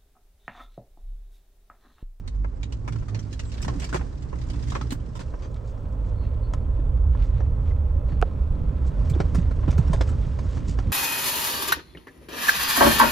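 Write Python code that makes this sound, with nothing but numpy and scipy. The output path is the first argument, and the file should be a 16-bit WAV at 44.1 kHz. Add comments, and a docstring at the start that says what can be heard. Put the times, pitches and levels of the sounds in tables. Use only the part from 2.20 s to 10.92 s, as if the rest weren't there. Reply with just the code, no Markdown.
"""Inside a four-wheel-drive crawling along a rutted dirt trail. The engine drones under the boom of the
shaken cabin, treads crunch over stones and the wheels thud into ruts. As the body twists, trim rustles,
ticks and squeaks, and loose gear clacks and rings. After a first, climbing stretch, air rushes steadily
on the second, where faint whines drift by and something knocks once right beside the microphone."""
import sys
import numpy as np
from scipy import signal
from scipy.fft import rfft, irfft, next_fast_len
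from scipy.io import wavfile
from scipy.ndimage import uniform_filter1d, map_coordinates

SR = 44100
rng = np.random.default_rng(int(sys.argv[2]) if len(sys.argv) > 2 else 0)


def to_wav(s):
    """Save 16-bit WAV."""
    ch = np.atleast_2d(s).T  # columns
    pcm = np.round(np.clip(ch, -1, 1) * 32767)  # PCM
    wavfile.write(sys.argv[1], SR, pcm.astype(np.int16))


N = 384552

# trim rustle as the body twists: t/s, level/dB
BODY_TWIST = [(0, -73), (.3, -68.5), (1.15, -59), (1.4, -55.5), (1.75, -52), (2.0, -63.5), (2.55, -51.5),
              (2.78, -63), (3.1, -62), (4.1, -79), (6.3, -79.5), (6.9, -61), (7.35, -65), (7.7, -56),
              (8.72, -62.5)]
# loose gear striking the body: t/s, level/dB, brightness/dB, note/Hz, chatter/s, low-pass/Hz
GEAR_HITS = [(0.2441, -37.5, -21, 1045, 0.0026, 7040), (0.677, -37.5, -7.5, 2300, 0.0098, 8960),
             (0.722, -51, 3.5, 1170, 0.009, 6960), (.758, -44, -5.5, 1060, 0.0035, 8000),
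             (.823, -47, -19, 1410, 0.007, 5000), (.882, -46.5, -2.5, 1190, 0.011, 7025),
             (1.404, -48.5, -7, 1700, 0.0071, 6000), (1.446, -40, -1.5, 940, 0.0052, 9000),
             (1.480, -32, -6, 1119, 0.0067, 6000), (1.495, -41.5, -6, 1300, .005, 5000),
             (1.62, -43.5, 0, 2280, 0.016, 8650), (1.69, -45, 1.5, 1750, 0.0049, 9030),
             (1.727, -33.5, -10.5, 1500, 0.015, 9030), (1.743, -30, -5.5, 1070, 0.0099, 9100),
             (1.757, -33, -6, 1302, 0.01, 9000), (1.793, -42, -16, 1050, .003, 7003),
             (1.81, -38.5, -21, 1022, 0.0032, 7005), (2.128, -43.5, -35, 950, 0.011, 6000),
             (2.338, -48.5, -10, 1290, 0.011, 6000), (2.55, -32.5, -5.5, 1620, 0.0091, 6000),
             (2.563, -37.5, -11, 1120, 0.0065, 6995), (2.611, -37, -5, 1300, 0.0061, 6500),
             (2.719, -40.5, -5, 900, 0.0087, 14270), (2.952, -47, -0.5, 1030, 0.022, 9000),
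             (2.992, -44.5, -0.5, 1052, 0.025, 7500), (3.138, -42.5, -28, 1000, 0.0048, 6000),
             (3.221, -50, -1.5, 1120, 0.038, 6000), (4.336, -33, -4, 1060, 0.00061, 7950),
             (4.949, -42, -17.5, 1010, 0.0039, 5030), (5.203, -41.5, -12.5, 903.7, 0.0054, 5950),
             (5.507, -49.5, -13, 1950, 0.01, 4500), (5.918, -50, -9, 1750, .012, 5500),
             (7.001, -29, -5.5, 800, 0.0046, 6020), (7.146, -36.5, -5, 1303, 0.011, 11000),
             (7.309, -40.5, -10.5, 1334, 0.0066, 6500), (7.432, -42.5, -28.5, 1014, 0.0073, 4956),
             (7.478, -37.5, -6.5, 995, 0.014, 5000), (7.579, -38, -3.5, 1300, 0.009, 11080),
             (7.731, -31.5, -5, 1030, 0.0082, 8560), (7.809, -28, -3, 1660, 0.004, 6940),
             (8.188, -39.5, -5.5, 1085, 0.0025, 7090), (8.369, -43, -5.5, 910, 0.0049, 7500),
             (8.587, -34.5, -7.5, 1328, 0.0029, 5910), (8.599, -45, -7, 1300, 0.0026, 8450)]
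TICK_CHATTER_S = 0.0066


def amp(db):
    """Decibels to gain."""
    return 10 ** (np.asarray(db) / 20)


def along(points, hz):
    """Read (f/Hz, value) points on a log axis."""
    f, v = np.transpose(points)
    return np.interp(np.log(hz + 1), np.log(f + 1), v)


def curves(rows):
    """One value per sample for each column after the time."""
    s, *cols = np.transpose(rows)
    return [np.interp(np.arange(N) / SR, s, c) for c in cols]


def wobble(rate):
    """A smooth random curve, rate knots a second."""
    knots = rng.standard_normal(int(N * rate / SR) + 4)
    return map_coordinates(knots, [np.arange(N) * rate / SR])


def swell(s, length):
    """A smooth rise and fall around time s."""
    return np.exp(-2 * ((np.arange(N) / SR - s) / length) ** 2)


def stretch():
    """Crossfade: near 0 on the first stretch of trail, near 1 on the second."""
    return curves([(2.7, 0.012), (3.5, 0.99)])[0]


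def filtered(x, response):
    """EQ x with a gain that is a function of frequency."""
    m = next_fast_len(N + SR // 2)
    return irfft(rfft(x, m) * response(np.fft.rfftfreq(m, 1 / SR)), m)[..., :N]


def rush(spectrum, alike, peaks=()):
    """Coloured stereo noise, mid at rms 1; alike is one coherence or (f/Hz, coherence) points."""
    def response(hz):
        coherence = along(alike, hz) if np.ndim(alike) else np.full_like(hz, alike)
        turn = np.arccos(np.clip(coherence, 0, 1)) / 2
        lift = sum(db / (1 + ((hz - centre) / width) ** 2) for centre, width, db in peaks)
        return amp(along(spectrum, hz) + lift) * [np.cos(turn), np.sin(turn)]
    mid, side = filtered(rng.standard_normal((2, N)), response)
    return np.array([mid + side, mid - side]) / np.std(mid)


def pan(left_db):
    """Channel gains for a left-minus-right level."""
    return amp([[left_db / 2], [-left_db / 2]])


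def add(track, s, sound):
    """Mix a sound into a track at time s."""
    part = track[..., max(round(s * SR), 0):][..., :sound.shape[-1]]
    part += sound[..., :part.shape[-1]]


def ring(t, hz, t60, attack):
    """One damped mode."""
    return np.sin(2 * np.pi * hz * t) * np.exp(-np.log(1000) * t / t60) * (1 - np.exp(-t / attack))


def part_ring(spectrum, alike, count, note_hz, note_db, peaky_db=4):
    """Stereo ring of one loose part: dense modes, lifted around its own note."""
    hz = np.fft.rfftfreq(count, 1 / SR)
    modes = peaky_db * map_coordinates(rng.standard_normal(128), [np.sqrt(hz) / 1.3], order=1)
    note = note_db / (1 + ((hz / note_hz - 1) / .06) ** 2)
    colour = amp(along(spectrum, hz) + modes + note)
    mid, side = irfft(rfft(rng.standard_normal((2, count))) * colour, count)
    side *= np.sqrt((1 - alike) / (1 + alike))
    return np.array([mid + side, mid - side]) / np.std(mid)


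def burst(t, attack, chatter, t60):
    """Envelope of a rattle: a hard first contact, a hold while it chatters, then decay."""
    blow = 1 + 0.94 * np.exp(-t / 0.0018)
    return blow * (1 - np.exp(-t / attack)) * amp(-60 * np.maximum(t - chatter, 0) / t60)


def engine(flutter_db=3):
    """The firing note, its half-rate throb and weak higher orders, rougher on the second stretch."""
    throttle = [(0, 95.4, -46, -49), (.62, 109.1, -37, -31.5), (1.05, 103.4, -34.5, -51.5),
                (1.55, 114.5, -43, -36), (2.15, 129.8, -46.5, -33), (2.33, 116.9, -32.5, -37.5),
                (2.75, 115.3, -37, -37), (3.1, 111.4, -46, -42.5), (3.55, 100.1, -40.5, -41),
                (4.15, 110.9, -36, -40.5), (4.7, 113.4, -39.5, -28), (5.2, 104.8, -37, -27),
                (5.7, 99.86, -43, -44), (6.2, 105.6, -41.5, -36.5), (6.6, 113.2, -49, -44),
                (7.2, 106.2, -31, -40), (7.8, 103.6, -47.5, -32.5), (8.72, 111.1, -39, -31)]  # a feathered throttle: t/s, firing rate/Hz, drone/dB, throb/dB
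    hz, db, throb_db = curves(throttle)
    uneven = .022 + .026 * stretch()
    phase = 2 * np.pi * np.cumsum(hz * (1 + uneven * wobble(25))) / SR
    orders = [(.5, throb_db), (1, db), (1.5, db - 19.5), (2, db - 17), (2.5, db - 17), (3, db - 24)]
    drone = sum(amp(level + flutter_db * wobble(14)) * np.sin(k * phase) * pan(-3.5 if k < 1 else -6.5)
                for k, level in orders)
    return np.sqrt(2) * drone


def cabin():
    """The trail shakes the body: a deep boom of the enclosed air and a shudder of the panels."""
    # spectra: f/Hz, level/dB
    climb_eq = [(12, -20.5), (25, -3), (38, 5.5), (50, 1), (60, 10.5), (72, 2.5), (86, -3), (130, -17.5),
                (220, -62.5), (400, -120)]
    rolling_eq = [(8.8, -22), (15, -7), (48, 3.5), (65, 3.5), (83, -1), (180, -27), (230, -58.5),
                  (400, -120)]
    rut_eq = [(12, -23), (25, -4), (36, -1), (50, -1.5), (66, 4), (83, 1), (110, -9.5), (180, -25),
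              (230, -55), (400, -120)]
    shudder_eq = [(70, -30.5), (110, 4.5), (145, 1.5), (215, -8.5), (270, -6.5), (320, -16), (420, -20),
                  (800, -76.5), (1500, -120)]
    # faders: t/s, level/dB
    boom_fader = [(0, -39.5), (.22, -20.5), (.42, -32.5), (.6, -29.5), (.7, -44), (.78, -26.5), (.95, -39),
                  (1.24, -31), (1.5, -29.5), (2.05, -34), (2.45, -26.5), (2.62, -34.5), (2.82, -29),
                  (2.9, -37), (3.0, -31.5), (3.55, -32.5), (3.8, -25.5), (4.2, -24.5), (4.35, -25.5),
                  (4.45, -22), (4.75, -22), (4.92, -18.5), (5.1, -21.5), (5.65, -20), (6.0, -23),
                  (6.11, -28.5), (6.22, -21), (6.45, -23), (6.95, -20.5), (7.3, -22), (7.4, -23.5),
                  (7.52, -20.5), (7.85, -22.5), (8.4, -28.5), (8.72, -25.5)]
    shudder_fader = [(0, -43), (.5, -40.5), (1.25, -41.5), (1.55, -34), (1.95, -40.5), (2.9, -39.5),
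                     (3.4, -43), (4.0, -41), (5.5, -40), (6.7, -34.5), (7.5, -35.5), (8, -35.5),
                     (8.72, -35.5)]
    rut_blend = [(6.4, 0), (7.1, 0.97)]  # deep ruts near the end: t/s, share of the boom
    lurches = [(0.235, -12.5, 48.15, 0.12), (3.793, -18, 49, 0.14), (4.899, -14.5, 62, 0.068),
               (5.625, -16.5, 72.16, 0.074), (5.75, -17, 75, .05), (6.233, -16, 72.46, 0.065),
               (6.64, -12.5, 67, 0.087), (6.814, -12.5, 47.8, 0.051)]  # the body lurches, the air swings: t/s, level/dB, f/Hz, length/s
    t, later, ruts = np.arange(N) / SR, stretch(), curves(rut_blend)[0]
    boom_db = curves(boom_fader)[0] + wobble(15)  # swells as the body rocks
    rolling = np.sqrt(1 - ruts) * rush(rolling_eq, alike=1) + np.sqrt(ruts) * rush(rut_eq, alike=1)
    boom = np.sqrt(1 - later) * rush(climb_eq, alike=0.93) + np.sqrt(later) * rolling
    swing = sum(amp(db) * swell(s, length) * np.sin(2 * np.pi * hz * t) for s, db, hz, length in lurches)
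    boom += swing / amp(boom_db - 1)  # in a lurch one air mode takes over
    running_rms = np.sqrt(np.abs(uniform_filter1d(boom[0] ** 2, size=SR // 9)) + 1e-6)
    shudder = rush(shudder_eq, alike=0.7) * amp(curves(shudder_fader)[0] + 2.47 * wobble(13))
    return (boom / running_rms * amp(boom_db) + shudder) * pan(-2.5)


def roar():
    """Tyres grind over dirt in uneven patches; on the second stretch a steady rush of air takes over."""
    fader = [(0, -56.5), (.85, -50), (1.15, -52), (1.55, -47), (2.0, -50), (2.58, -46), (2.75, -51),
             (3.7, -47), (6.5, -46), (7.0, -41.5), (7.35, -45.5), (7.7, -40.5), (8.1, -46), (8.72, -46.5)]  # tyres and air together: t/s, level/dB
    air_blend = [(2.7, 0.076), (3.4, 0.99), (6.3, 0.79), (7.2, 0.4), (8.7, 0.79)]  # t/s, air's share of the roar
    # spectra: f/Hz, level/dB
    tyre_eq = [(200, -14.5), (262, 1.5), (320, 0.5), (450, -1.5), (680, -9.5), (1080, -8.5), (2000, -23),
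               (3500, -43), (8000, -49), (12000, -120)]
    air_eq = [(160, -26.5), (280, -11.5), (400, -1.5), (520, 1), (620, -2), (730, -11), (1040, -10),
              (1170, -14.5), (1300, -10), (1550, -22.5), (3500, -36), (4600, -50.5), (8500, -36.5),
              (10400, -62), (15300, -52.5)]
    air_coherence = [(300, 0.93), (600, 0.66), (1200, 0.25), (2500, 0.41), (8000, 0.32)]  # likeness of left and right: f/Hz, coherence
    air_resonances = [(505, 65, 2), (830, 33, 4), (1032, 38, 5), (1610, 71, 3.5), (3460, 130, 8),
                      (4260, 110, 14), (6250, 200, 5.5)]  # f/Hz, half width/Hz, lift/dB
    share, = curves(air_blend)
    tyres = rush(tyre_eq, alike=0.26) * amp(-3 + 2.5 * wobble(30)) * pan(-3.1)
    air = rush(air_eq, air_coherence, air_resonances) * amp(-0.5) * pan(-0.88)
    return amp(curves(fader)[0]) * (np.sqrt(1 - share) * tyres + np.sqrt(share) * air)


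def rustle_level(stir_db=-19.5, stir_t60=0.42):
    """Rustle in dB: the twisting body stirs the trim, as does each clack, more after a long chatter."""
    power, t = amp(curves(BODY_TWIST)[0]) ** 2, np.arange(SR // 2) / SR
    for s, db, bright_db, _, chatter, _ in GEAR_HITS:
        tail = amp(db + bright_db + stir_db - 60 * t / stir_t60)
        add(power, s, chatter / TICK_CHATTER_S * tail ** 2)
    return 10 * np.log10(power)


def rustle(count=380, spread_db=2.5, contact_db=-2, hiss_db=-4.5):
    """Many tiny contacts in the trim, each with its own ring, over a fine hiss."""
    trim_eq = [(300, -85), (900, -19.5), (1500, 8), (2300, 3), (3500, 1.5), (5500, 3), (8300, -3),
               (9500, -10), (10400, -65.5), (12000, -26.5), (15500, -22.5)]  # rustle spectrum: f/Hz, level/dB
    rustle_db = rustle_level()
    track, t = np.zeros((2, N)), np.arange(SR // 15) / SR
    envelope = burst(t, attack=.002, chatter=.005, t60=.06)
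    for place, pitch, size in rng.random((count, 3)):
        contact = part_ring(trim_eq, .4, len(t), note_hz=1300 * 6 ** pitch, note_db=10) * envelope
        db = rustle_db[int(place * N)] + contact_db + spread_db * (2 * size - 0.5)
        add(track, place * N / SR, contact * amp(db))
    hiss = rush(trim_eq, alike=.7) * amp(rustle_db + hiss_db)
    return (track + hiss) * pan(-1)


def gravel(level, count=1500):
    """Small stones crackle under the treads, each a few cycles long; level is a gain per sample."""
    track, t = np.zeros(N), np.arange(SR // 100) / SR
    for place, pitch, size in rng.random((count, 3)):
        hz = 1200 * 3.3 ** pitch
        stone = ring(t, hz, 12 / hz, attack=.0001) * amp(2 + 15 * size ** 3 - 6 * pitch)
        add(track, place * N / SR, stone * level[int(place * N)])
    return track


def scuffs(climb_gravel_db=-6):
    """Treads roll over dirt with a grainy crunch, and slip in short swells, coarse or fine."""
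    slips = [(3.366, -64, 0.022, 0.53), (3.486, -64, 0.045, 1), (3.88, -65, 0.036, .9),
             (4.05, -61, 0.026, 0), (5.003, -62, 0.09, 0), (5.05, -63.5, 0.059, 0.77),
             (5.18, -66, .09, 0.074), (5.477, -65.5, 0.074, 0.13), (5.904, -64, 0.045, .1),
             (6.246, -72, 0.28, 0.096), (6.674, -58, 0.031, 1), (6.858, -59, 0.0094, 0.9),
             (7.174, -55, 0.041, 1), (7.88, -56, 0.014, .6), (8.344, -58, 0.074, 0.85),
             (8.501, -50, 0.046, 1)]  # tyres slipping: t/s, level/dB, length/s, share of fine grit
    dirt_fader = [(3, -77.5), (4, -66.5), (5, -72), (6.3, -66.5), (7, -60.5), (8.7, -60)]  # the steady crunch: t/s, level/dB
    # spectra: f/Hz, level/dB
    grit_eq = [(300, -58), (900, -10), (1600, 0), (3500, 2), (5000, 4), (7300, 4), (9000, -6),
               (10500, -36.5), (16000, -64)]
    crunch_eq = [(300, -55.5), (900, 3), (1700, 0.5), (2800, -3), (3600, -6), (4400, -9), (4900, -13),
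                 (9000, -25.5), (16000, -85)]
    fine = sum(amp(db) * swell(s, length) * np.sqrt(share) for s, db, length, share in slips)
    coarse = sum(amp(db) * swell(s, length) * np.sqrt(1 - share) for s, db, length, share in slips)
    grains = amp(1.2 * wobble(12) + 2 * wobble(70) + 3.2 * wobble(500))
    crunch_gain = amp(curves(dirt_fader)[0]) + coarse
    stones = gravel(crunch_gain + amp(rustle_level() + climb_gravel_db) * (1 - stretch()))
    grit = rush(grit_eq, alike=0.89) * fine * amp(2.5 * wobble(160))
    crunch = rush(crunch_eq, alike=1) * grains * crunch_gain
    return grit + crunch + stones


def contacts(stray_count=14, stray_db=12.5, stray_bright_db=-7):
    """Cue list of ticks and clacks: t/s, (panel, clack, tick)/dB, note/Hz, chatter/s, low-pass/Hz."""
    trim_ticks = [(0.075, -44, 4240, 8650), (0.43, -40, 3700, 6040), (.522, -43.5, 4230, 7700),
                  (0.788, -62, 2400, 6040), (0.946, -40, 2350, 6000), (.99, -45.5, 5660, 8300),
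                  (1.127, -42, 4170, 8100), (1.193, -36.5, 2720, 7150), (1.317, -45, 4500, 6900),
                  (1.34, -45.5, 4060, 7900), (1.378, -44.5, 3680, 5500), (1.417, -43.5, 7450, 10700),
                  (1.426, -39, 5030, 9000), (1.598, -40.5, 3020, 9000), (1.642, -36.5, 2270, 8850),
                  (2.022, -49, 3300, 7015), (2.214, -48, 1900, 6900), (2.299, -43.5, 4300, 7700),
                  (2.333, -50.5, 3470, 8000), (2.427, -51, 4903, 6960), (2.483, -46, 2100, 6900),
                  (2.501, -42, 3430, 9000), (2.706, -39, 4040, 9000), (2.721, -40.5, 8394, 14600),
                  (6.897, -43, 8000, 11950), (7.505, -43, 2381, 7850), (7.873, -51, 7800, 10050),
                  (7.891, -48.5, 7970, 10040), (8.063, -58.5, 6000, 8000)]  # light contacts: t/s, level/dB, note/Hz, low-pass/Hz
    twist_db, later = curves(BODY_TWIST)[0], stretch()
    strays = []
    for place, size, pitch in rng.random((stray_count, 3)):
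        db = twist_db[int(place * N)] + stray_db + 5.5 * (2 * size - 1)
        hz = np.interp(pitch, [0, 1], [950, 2300])
        strays.append((place * N / SR, db, stray_bright_db, hz, TICK_CHATTER_S, 7000))
    # a tick barely wakes the panel and the heavier gear
    cues = [(s, (db - 4.5, db - 8.5, db), hz, TICK_CHATTER_S, top) for s, db, hz, top in trim_ticks]
    for s, db, bright_db, hz, chatter, top in list(GEAR_HITS) + strays:
        # the panel booms more under a dull blow, and on the second stretch
        panel_db = db - 1.5 - 0.25 * bright_db + 7 * later[int(s * SR)]
        cues.append((s, (panel_db, db, db + bright_db), hz, chatter, top))
    return cues


def rattles(attack=0.0011, clean_click_s=0.00033):
    """Loose parts chatter, then die away quickly in the padded cabin; soft contacts lose their top."""
    # spectra: f/Hz, level/dB
    panel_eq = [(150, -29), (260, 7), (320, 0), (370, 3.5), (450, -1.5), (570, 0.5), (700, -5),
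                (950, -13.5), (2000, -60.5), (4000, -120)]
    clack_eq = [(300, -82), (550, -17), (850, 4), (1100, 2.5), (1350, 1.5), (1700, -1.5), (2300, -9),
                (3000, -15.5), (6000, -73.5), (10000, -120)]
    tick_eq = [(600, -82), (1700, -3), (2600, -2), (3800, -4), (6000, -3.5), (8500, -6), (9600, -11.5),
               (10500, -30.5), (12000, -11.5), (15500, -3.5)]
    # spectrum, coherence, t60/s, level/dB
    voices = [(panel_eq, .4, 0.065, -5), (clack_eq, .15, 0.065, -4), (tick_eq, .3, 0.081, -1)]
    track, t = np.zeros((2, N)), np.arange(SR // 8) / SR
    for s, levels, note_hz, chatter, top_hz in contacts():
        loose = chatter / (chatter + clean_click_s)  # a very short contact is one click and dies sooner
        softness = signal.butter(3, top_hz, fs=SR, output="sos")
        for db, (spectrum, alike, t60, voice_db) in zip(levels, voices):
            sound = part_ring(spectrum, alike, len(t), note_hz, note_db=7.5)
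            sound *= burst(t, attack * loose, chatter, t60 * loose)
            add(track, s, signal.sosfilt(softness, sound) * amp(db + voice_db))
    return track * pan(-1.1)


def gear(scatter_db=2.5):
    """Each hit sets the gear's few modes ringing at once; a dull blow wakes mostly the low ones."""
    modes = [(1045, -2.5, 0.046), (1320, -5.5, 0.049), (1700, -8, .05), (2230, -14.5, 0.037),
             (2957, -15.5, 0.032), (4800, -18.5, 0.027)]  # ring of the loose gear: f/Hz, level/dB, t60/s
    track, t = np.zeros((2, N)), np.arange(SR // 8) / SR
    for s, db, bright_db, *_ in GEAR_HITS:
        for hz, level, t60 in modes:
            size, detune, lean = rng.standard_normal(3)
            dull_db = min(bright_db + 6, 0) * np.log2(hz / modes[0][0]) / 2
            mode = ring(t, hz * (1 + .02 * detune), t60, attack=.0004) * pan(3 * lean)
            add(track, s + 0.000984, mode * amp(db + level + dull_db + scatter_db * size))
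    return track


def clinks(t60=.055):
    """Small metal fittings ring on after a jolt, each with a close pair of modes."""
    jolts = [(.431, -41, 3770), (0.677, -36, 2200), (0.68, -39.5, 1210), (1.426, -38, 5090),
             (1.424, -39, 7700), (1.488, -30, 1100), (2.557, -30, 1110), (2.614, -34, 1300),
             (2.706, -38, 4040), (2.722, -46, 8300), (2.72, -39.5, 2980), (7.152, -35, 1300),
             (7.582, -32.5, 1320), (7.888, -38.5, 1320)]  # t/s, level/dB, f/Hz
    track, t = np.zeros(N), np.arange(SR // 6) / SR
    for s, db, hz in jolts:
        pair = ring(t, hz, t60, attack=.0008) + .5 * ring(t, hz * 1.03, t60 / 2, attack=.0008)
        add(track, s, amp(db) * pair)
    return track * pan(-1)


def thuds():
    """A wheel hits a rut and the body answers with a few low cycles; a struck panel hums on longer."""
    ruts = [(1.12, -21, 320, 7.1), (1.465, -16.5, 179, 6.4), (1.55, -25, 281, 23), (1.569, -18, 162, 6),
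            (1.745, -14, 150, 7.5), (1.743, -19.5, 362, 23), (2.721, -16, 265, 11),
            (4.591, -17.5, 299, 6.96), (6.013, -15.5, 45.2, 8.67), (6.909, -8, 118, 7.4),
            (6.962, -9.5, 320, 6.6), (6.998, -8.5, 153, 6), (7.156, -15, 141, 4.8), (7.181, -8.5, 165, 9.1),
            (7.479, -1.5, 258, 4.1), (7.484, -1.5, 130, 4.1), (7.59, 0.5, 130, 5.3), (7.699, -9, 158, 7.9),
            (7.739, -18.5, 412, 12), (8.071, -14, 129.1, 4.3), (8.488, -15.5, 161, 7)]  # wheel drops: t/s, level/dB, f/Hz, decay/cycles
    track, t = np.zeros(N), np.arange(SR // 5) / SR
    for s, db, hz, cycles in ruts:
        add(track, s, -amp(db + 5.5) * ring(t, hz, cycles / hz, attack=0.0071))
    return track * pan(-5)


def squeaks():
    """Dry, wavering chirps of trim rubbing on trim."""
    rubs = [(1.278, -55, 7700, 0.037), (4.023, -64, 4260, 0.085), (4.255, -61.5, 4300, 0.042),
            (5.0, -70, 4300, .05), (5.92, -66, 4370, .06), (6.94, -44, 3360, 0.0065)]  # t/s, level/dB, f/Hz, length/s
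    waver = 1 + .036 * wobble(900)
    phase_per_hz = 2 * np.pi * np.cumsum(waver) / SR
    return sum(amp(db) * swell(s, length) * np.sin(hz * phase_per_hz) for s, db, hz, length in rubs)


def snaps(cycles=9):
    """A stone shoots from under a tread with one dry click."""
    stones = [(2.7069, -28, 8600), (3.343, -41, 7940), (3.345, -37.5, 3900), (4.336, -30.5, 6250),
              (7.516, -27, 6450), (7.762, -30, 1900), (8.496, -26, 6800)]  # t/s, level/dB, f/Hz
    track, t = np.zeros(N), np.arange(SR // 50) / SR
    for s, db, hz in stones:
        add(track, s, amp(db) * ring(t, hz, cycles / hz, attack=.00005))
    return track


def whine(sag_per_s=.005):
    """Very faint, rough whines swell, sag a little in pitch and fade, in a thin sizzle."""
    whines = [(5.7, -76.5, 2520, 1.3), (6.0, -82, 5570, 1.2), (6.4, -84, 11180, 1.7)]  # t/s, level/dB, f/Hz, length/s
    sizzle_eq = [(5000, -35.5), (10500, -21.5), (11300, 0.5), (13300, -13.5), (15400, 2)]  # f/Hz, level/dB
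    t, tones = np.arange(N) / SR, np.zeros(N)
    for s, db, hz, length in whines:
        rough_hz, flicker = 55 * wobble(200), amp(3 * wobble(25))
        phase = 2 * np.pi * np.cumsum(hz * (1 - sag_per_s * (t - s)) + rough_hz) / SR
        tones += amp(db) * flicker * swell(s, length) * np.sin(phase)
    return tones + rush(sizzle_eq, alike=.9) * amp(-76) * stretch()


def knock():
    """A sharp touch, a hard hollow knock and its rebound, close to the microphone."""
    blows = [(6.0155, -23, -17, 8400), (6.0254, -5, -10, 3776), (6.03, -21.5, -41, 2000)]  # t/s, body/dB, snap/dB, snap low-pass/Hz
    modes = [(448, -1.5, 0.018), (730, -3, 0.027), (1325, 2.5, 0.0075), (1450, 0, 0.0062),
             (2720, 8, 0.0021), (4300, -21, 0.0016)]  # the hollow ring: f/Hz, level/dB, t60/s
    track, t = np.zeros(N), np.arange(SR // 10) / SR
    body = sum(amp(level) * ring(t, hz, t60, attack=0.0019) for hz, level, t60 in modes)
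    snap = (t == 0) + amp(-7) * ring(t, hz=2600, t60=0.0036, attack=0.00038)
    for s, db, snap_db, top_hz in blows:
        softness = signal.butter(3, top_hz, fs=SR, output="sos")  # a longer contact gives a duller snap
        add(track, s, amp(db) * body + signal.sosfilt(softness, amp(snap_db) * snap))
    return track * pan(-4)


def perspective(x):
    """The low mids lean right; the treble is wide on the first stretch and nearly mono on the second."""
    image = [(260, 0, 0, -0.5), (547, 5.5, 0.5, -4.5), (1100, 3, 1.5, 1.5), (2500, 3, -11.5, -0.5),
             (6000, 4, -14.5, -0.5)]  # f/Hz, first-stretch width/dB, second-stretch width/dB, left minus right/dB
    def gain(column):
        return lambda hz: amp(along(np.array(image)[:, [0, column]], hz))
    first_width, second_width, balance = gain(1), gain(2), gain(3)
    mid, side = (x[0] + x[1]) / 2, (x[0] - x[1]) / 2
    later = stretch() / stretch().max()
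    side = (1 - later) * filtered(side, first_width) + later * filtered(side, second_width)
    return filtered(np.array([mid + side, mid - side]), lambda hz: balance(hz) ** np.array([[.5], [-.5]]))


def scene():
    """Everything heard from the front seat."""
    bed = engine() + cabin() + roar()
    dirt = scuffs() + snaps()
    loose_parts = rustle() + rattles() + gear() + clinks() + squeaks()
    return perspective(bed + dirt + loose_parts + thuds() + knock() + whine())


def record(dry):
    """A brick-wall low-pass takes off the very top."""
    return filtered(dry, lambda hz: hz < 15850)


dry = scene()
out = record(dry)
to_wav(out)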